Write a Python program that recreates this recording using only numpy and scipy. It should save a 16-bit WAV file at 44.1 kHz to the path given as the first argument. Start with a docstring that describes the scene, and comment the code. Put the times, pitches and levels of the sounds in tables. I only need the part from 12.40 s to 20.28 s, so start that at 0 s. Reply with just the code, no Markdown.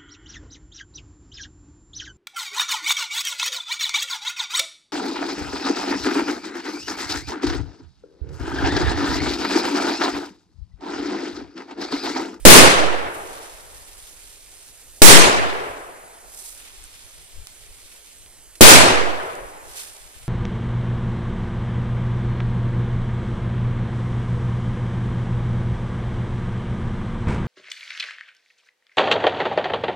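"""In a bare wood, three firecrackers go off one after another, some way from the microphones.
Each blast is a push and pull of air; noise stands in for its echoes from the trunks, which dull as they die.
The blasts overload the microphones: the signal is knocked off centre and clipped flat.
A fuse of flickering noise hisses, and sparks spit as clicks and puffs.
Behind them, steady noise murmurs in the wood and low, lumpy noise is a light wind on the microphone ports."""
import sys
import numpy as np
from scipy import signal
from scipy.fft import rfft, irfft
from scipy.io import wavfile
from scipy.ndimage import uniform_filter1d

SR = 44100
rng = np.random.default_rng(int(sys.argv[2]) if len(sys.argv) > 2 else 0)


def unload_audio(sound):
    """Save the sound as a 16-bit wav file, at the path given as the first command line argument."""
    columns = np.transpose(np.atleast_2d(sound))
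    # keep every value between -1 and 1, then stretch to whole-number steps
    steps = np.round(np.clip(columns, -1, 1) * 32767)
    wavfile.write(sys.argv[1], SR, steps.astype(np.int16))


N = 347508  # length in samples


def gain_of(db):
    """Turns dB into a plain multiplier."""
    return 10 ** (np.asarray(db) / 20)


def evened(x):
    """Scales to an average (rms) size of 1."""
    return x / np.sqrt(np.mean(abs(x) ** 2) + 1e-20)


def wander(count, size):
    """Smoothed random values of rms 1; a larger size wanders more slowly."""
    return evened(uniform_filter1d(rng.standard_normal(count), size=size))


def read(points, hz):
    """Reads a (Hz, value) table between its points, on a logarithmic pitch scale."""
    f, value = np.transpose(points)
    return np.interp(np.log(hz + 1), np.log(f + 1), value)


def panned(db, pan_db):
    """Gains of the left and right channels, pan_db apart."""
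    return gain_of(db + np.array([[.5], [-.5]]) * pan_db)


def grid(size):
    """Frequencies (column) and times (row) of short spectra that overlap by three quarters."""
    hz = np.fft.rfftfreq(size, 1 / SR)[:, None]
    t = np.arange(4 * N // size + 5) * size / 4 / SR
    return hz, t


def noise(gain, same, patchy_db, lead=0):
    """Two-channel noise shaped by gains over pitch and time, with drifting patches; mean power 1 gives rms 1."""
    bins, frames = gain.shape
    a, b, c, d, patches = rng.standard_normal((frames, bins, 5)).T
    for axis in (0, 1):
        patches = uniform_filter1d(patches, size=10, axis=axis)
    patches = evened(patches)
    same = np.clip(same, -1, 1)
    left = a + 1j * b
    # the right channel shares part of the left, shifted in phase, and adds noise of its own
    right = same * left * np.exp(-1j * lead) + np.sqrt(1 - same ** 2) * (c + 1j * d)
    size = 2 * bins - 2
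    unit = np.sqrt(3 / size)
    spectra = np.array([left, right]) * gain * gain_of(patchy_db * patches) * unit
    return signal.istft(spectra, nperseg=size, noverlap=3 * size // 4)[1][:, :N]


# The three firecrackers, also used for their echoes and for the overload.
# Each row: start in seconds, blast level in dB, scatter level in dB, thud level in dB added to the scatter,
# treble tilt in dB per octave, and the base size of the bias swing on the left and on the right in full scales.
BANGS = [(0.0515, 17, -10, 27, 1.4, 0.066, -0.75), (2.6183, 9, -11.5, 25, 1.47, 1.23, -0.36),
         (6.2087, 9, -10.5, 28, 1.48, 0.32, -0.67)]


def blasts():
    """A sharp push and a longer pull of air, straight and once more off the ground."""
    out = np.zeros(N)
    u = np.arange(800) / SR / 0.0012  # time in units of the 1.2 ms push
    push = (1 - u) * np.exp(-u)
    for s, db, *_ in BANGS:
        for late, share in ((0, 0.89), (.0022, 0.62)):  # delay in seconds, strength
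            at = round((s + late) * SR)
            out[at:at + len(u)] += share * gain_of(db) * push
    return out


# Colour of the trunk echoes. Each row: frequency in Hz, relative strength in dB.
SCATTER = [(24, -39), (40, -8.5), (139, -17), (183, -5), (260, -11), (342, -2), (637, -4.5), (998, -6.5),
           (2330, -12), (4350, -19), (9410, -28), (13700, -46.5), (15500, -99)]
# How long the trunk echoes last. Each row: frequency in Hz, seconds to fall by 60 dB.
TRUNKS = [(60, 1.5), (130, 0.98), (250, 0.57), (420, 1.2), (800, 1.124), (1500, 1.054), (2900, 0.86),
          (5000, 0.67), (8000, 0.55), (12000, 0.43), (15000, 0.47)]
# Thicker and thinner stands of trees. Each row: seconds after the blast, echo level change in dB.
STAND = [(0, -1.6), (.05, 0), (.15, 0.5), (.24, -1.23), (.4, -0.6), (.6, 2.5), (.9, 6), (1.1, 7)]
# Slow echo of the far wood. Each row: frequency in Hz, dB relative to the scatter.
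FAR_EDGE = [(60, -23.5), (300, -22.5), (700, -14), (2000, -17.5), (6000, -39)]
# Ground-hugging thud of the first moments. Each row: frequency in Hz, relative strength in dB.
BOOM = [(30, -11), (90, -12), (160, 1.1), (250, 2.5), (400, -2), (650, -11.5), (1200, -39)]
# How alike the echoes are on both sides. Each row: frequency in Hz, likeness (1 is identical).
DIFFUSE = [(60, 0.67), (130, 0.94), (290, 0.93), (600, 0.51), (1100, 0.49), (2500, 0.06), (6000, .03)]


def wood():
    """Countless trunk echoes merge into noise; air eats the treble on the longer paths."""
    far_t60, boom_t60 = 2.595, .16  # seconds to fall by 60 dB
    echo_lag = 0.00036  # seconds
    hz, t = grid(size=512)
    age = t[t < 3]
    out = np.zeros((2, N))
    lead = -2 * np.pi * hz * echo_lag  # most echoes reach the right port first
    for s, _, db, thud_db, tilt_db, *_ in BANGS:
        # the decay of near and far echoes is counted from a quarter second in
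        near = gain_of(np.interp(age, *np.transpose(STAND)) - 60 * (age - .25) / read(TRUNKS, hz))
        far = gain_of(read(FAR_EDGE, hz) - 60 * (age - .25) / far_t60)
        boom = gain_of(thud_db + read(BOOM, hz) - 60 * age / boom_t60)
        surge_db = 0.76 * wander(len(age), size=3)  # single big trunks stand out
        level_db = db + surge_db + tilt_db * np.log2((hz + 1) / 1000)
        colour = evened(gain_of(read(SCATTER, hz))) * gain_of(level_db)
        decay = np.sqrt(near ** 2 + far ** 2 + boom ** 2)
        echoes = noise(colour * decay, read(DIFFUSE, hz), patchy_db=1.0, lead=lead)
        # the first echoes follow the blast
        heard = np.clip((np.arange(echoes.shape[1]) / SR - .0002) / 0.0018, 0, 1)
        part = out[:, round(s * SR):][:, :len(heard)]
        part += (heard * echoes)[:, :part.shape[1]]
    return out


# Colour of the fuse hiss. Each row: frequency in Hz, relative strength in dB.
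FIZZ = [(410, -35), (700, -12), (1610, -7.5), (2560, -3), (2760, -5.5), (2980, -2.5), (3610, -2.5),
        (5660, -3), (9450, -2.5), (14100, -10.5), (15000, -27.5)]
# How alike the hiss is on both sides. Each row: frequency in Hz, likeness (negative is opposed).
FIZZ_SAME = [(60, 0.3), (180, 0.59), (550, 0.07), (1650, 0.4), (4970, -0.77), (15000, -0.09)]
# How far the left side leads in the hiss. Each row: frequency in Hz, phase in radians.
FIZZ_LEAD = [(0, 1.5), (1980, -15), (3700, -21.5), (5770, -4.5), (13600, -12), (15300, -9.5)]
# A fresh fuse catches and flares. Each row: peak in seconds, rise in seconds, fall in seconds,
# hiss level in dB, extra level of the lower band in dB.
FLARES = [(0.77, 0.065, .12, -41.5, -19), (4.07, 0.16, 0.13, -37, -12.5), (7.375, 0.071, 0.15, -36, -2)]
# Steady burning between flares. Each row: time in seconds, hiss level in dB, extra level of the lower band in dB.
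BURN = [(0.0, -73, -7), (0.65, -60, 0.1), (0.95, -44.5, 5), (1.25, -49, 0), (1.55, -47.5, -1.5),
        (2.3, -51, -1.2), (2.58, -48.5, -10.5), (3.35, -52, 0.1), (3.64, -67, -6), (4.25, -53, 9),
        (4.45, -50.5, 4.5), (5.1, -55, 5), (5.44, -50, 2.5), (5.75, -55, 4.5), (6.1, -71, -6.5),
        (6.85, -52, 2), (7.18, -58, -11), (7.6, -52, 4.5), (7.88, -55, 9)]


def fuse():
    """Powder fizz that flares as it catches and then burns on, flickering over all bands at once."""
    hz, t = grid(size=256)
    lowness = 1 / (1 + (hz / 4500) ** 4)  # 1 in the lower band, falling to 0 above
    s, db, low_db = np.transpose(BURN)
    power = gain_of(np.interp(t, s, db) + np.interp(t, s, low_db) * lowness) ** 2
    for peak, rise, fall, db, low_db in FLARES:
        shape = np.exp(-(abs(t - peak) / np.where(t < peak, rise, fall)) ** 1.46)
        power = power + (shape * gain_of(db + low_db * lowness)) ** 2
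    flicker_db = 1.5 * wander(len(t), size=3)
    sputter_db = 1.5 * wander(len(t), size=25)  # the flame dips and recovers
    gain = evened(gain_of(read(FIZZ, hz))) * np.sqrt(power) * gain_of(flicker_db + sputter_db)
    hiss = noise(gain, read(FIZZ_SAME, hz), patchy_db=-0.4, lead=read(FIZZ_LEAD, hz))
    grains = gain_of(1.5 * wander(N, size=40))  # powder burns grain by grain
    return evened(grains) * hiss


# The sparks. Each row: start in seconds, level in dB, pitch in Hz, cycles until the ring has mostly faded,
# left minus right in dB, share of puff beside the click, puff fading time in seconds.
SPITS = [(4.4402, -32, 8550, 13, -4, .1, .002), (4.818, -36, 6000, 1.2, -1, .5, .002),
         (5.0707, -20.5, 5500, .7, -2, 0.68, 0.0012), (5.862, -33, 3500, 0.81, -0.5, 0.48, .001),
         (6.154, -35.5, 6770, 1.2, -4, 0.82, 0.0074), (6.953, -31, 9060, 1.2, -3, .6, 0.0023),
         (7.4, -33, 3190, 1.2, -4, .6, .002)]


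def spits():
    """Sparks: a click or brief ring inside a short puff of noise."""
    out = np.zeros((2, N))
    t = np.arange(800) / SR
    soft = signal.butter(4, [1200, 12000], "bandpass", fs=SR, output="sos")
    for s, db, hz, cycles, pan_db, share, length in SPITS:
        click = np.sin(2 * np.pi * hz * t) * np.exp(-t * hz / cycles)
        puff = signal.sosfilt(soft, rng.standard_normal((2, 800))) * np.exp(-t / length)
        at = round(s * SR)
        out[:, at:at + len(t)] += panned(db, pan_db) * (click + share * puff)
    return out


# Colour of the rumble. Each row: frequency in Hz, relative strength in dB.
BUFFET = [(8.8, -27), (15, 10.5), (60, -4.5), (136, -12.5), (166, -25.5), (225, -38.5), (300, -33.5),
          (390, -57.5), (660, -120)]
# The stronger gusts. Each row: middle in seconds, half length in seconds, level in dB, left minus right in dB.
GUSTS = [(0.032, .03, -41, -8), (0.64, 0.074, -40, 7), (0.818, 0.099, -48, 9), (1.347, .13, -45.5, 14),
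         (1.638, 0.038, -51, 7), (2.478, .07, -51.5, -1.8), (3.298, 0.11, -47.5, 11),
         (4.657, 0.047, -52, -17.5), (4.793, 0.078, -45, 10), (4.994, .07, -36.5, 10.5),
         (5.112, .03, -48, 8), (5.203, .04, -46, -3), (5.312, .04, -50, -4), (5.837, 0.11, -48, 3),
         (7.017, .08, -45, -5.5), (7.267, .08, -50, 8), (7.65, 0.056, -46.5, 17), (7.763, .03, -44, 8),
         (7.83, 0.031, -43, 15)]


def wind():
    """Lumpy low buffeting with a few stronger gusts, mostly unrelated at the two ports."""
    breeze_db, lump_db, lull_db = -57, 2.5, -60  # level between gusts, depth of its lumps, steady rumble
    hz, t = grid(size=2048)
    colour = evened(gain_of(read(BUFFET, hz))) * (hz < 400)
    rumble = noise(colour + 0 * t, 0.22, patchy_db=2.0)
    t = np.arange(N) / SR
    span = round(.04 * SR)  # lumps of about 40 ms
    lumps = rng.standard_normal((2, N))
    for _ in range(2):
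        lumps = uniform_filter1d(lumps, span)
    power = gain_of(breeze_db + lump_db * evened(lumps)) ** 2 + gain_of(lull_db) ** 2
    for s, half, db, pan_db in GUSTS:
        swell = np.clip(1 - abs(t - s) / half, 0, 1)
        power += (panned(db, pan_db) * swell) ** 2
    return rumble * np.sqrt(power)


# Colour of the murmur. Each row: frequency in Hz, relative strength in dB.
AIR = [(88, -40), (150, -6), (416, 1.5), (1130, -6.5), (2600, -2.5), (3340, -4), (5840, -3), (9450, 3),
       (13900, -9.5), (15000, -20)]
# How alike the murmur is on both sides. Each row: frequency in Hz, likeness (1 is identical).
AIR_SAME = [(60, 0.08), (180, 0.35), (550, 0.73), (1650, 1), (4970, 0.95), (15000, 0.07)]


def air():
    """The steady murmur of the wood, as gently patchy noise."""
    hz, t = grid(size=1024)
    gain = gain_of(-50) * evened(gain_of(read(AIR, hz)))
    lead = -2 * np.pi * hz * .00005  # the right side is 0.05 ms early
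    return noise(gain + 0 * t, read(AIR_SAME, hz), patchy_db=2.0, lead=lead)


def scene():
    """Everything that reaches the two ports."""
    return blasts() + wood() + fuse() + spits() + wind() + air()


# How each side's bias swings back, left row then right row. Each row: pace in seconds,
# growth of each half swing (a ratio), decay in seconds, share of the rebound that is kept.
BIAS = [(.065, 2.3, .2, .75), (.097, 2.0, .33, .5)]


def bias():
    """Each blast knocks the input stage off centre; it swings back ever more slowly."""
    out = np.zeros((2, N))
    t = np.arange(N) / SR
    for s, *_, left, right in BANGS:
        age = np.maximum(t - s, 0)
        knock = 1 - np.exp(-age / .003)
        for side, size in enumerate((left, right)):
            pace, slowing, decay, rebound = BIAS[side]
            # half swings so far, counted on a logarithm so that each lasts longer
            swings = np.maximum(np.log1p(age / pace) / np.log(slowing), .4)
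            swing = np.sin(np.pi * swings)
            swing = np.maximum(swing, rebound * swing)  # weakens only the rebound
            out[side] += size * knock * swing * np.exp(-(age / decay) ** 1.5)
    return out


# Unequal microphone ports. Each row: frequency in Hz, left minus right in dB.
PORTS = [(300, 0), (1290, 1.0), (2380, 0), (4400, 2), (8120, -7.5), (15000, -3)]


def record(dry):
    """Unequal ports, a bias that grows with the overload, a hard clip, the band limit."""
    hz = np.fft.rfftfreq(N, 1 / SR)
    ported = irfft(rfft(dry) * panned(0, read(PORTS, hz)), N)
    loudness = np.sqrt(abs(uniform_filter1d(ported ** 2, size=1500, axis=1)))
    clipped = np.clip(ported + bias() * (1 + 1.2 * loudness), -1, 1)
    band_limit = signal.firwin(511, 15750, window=("kaiser", 9), fs=SR)  # lowpass edge in Hz
    return signal.oaconvolve(clipped, band_limit[None], "same")


dry = scene()
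out = record(dry)
unload_audio(out)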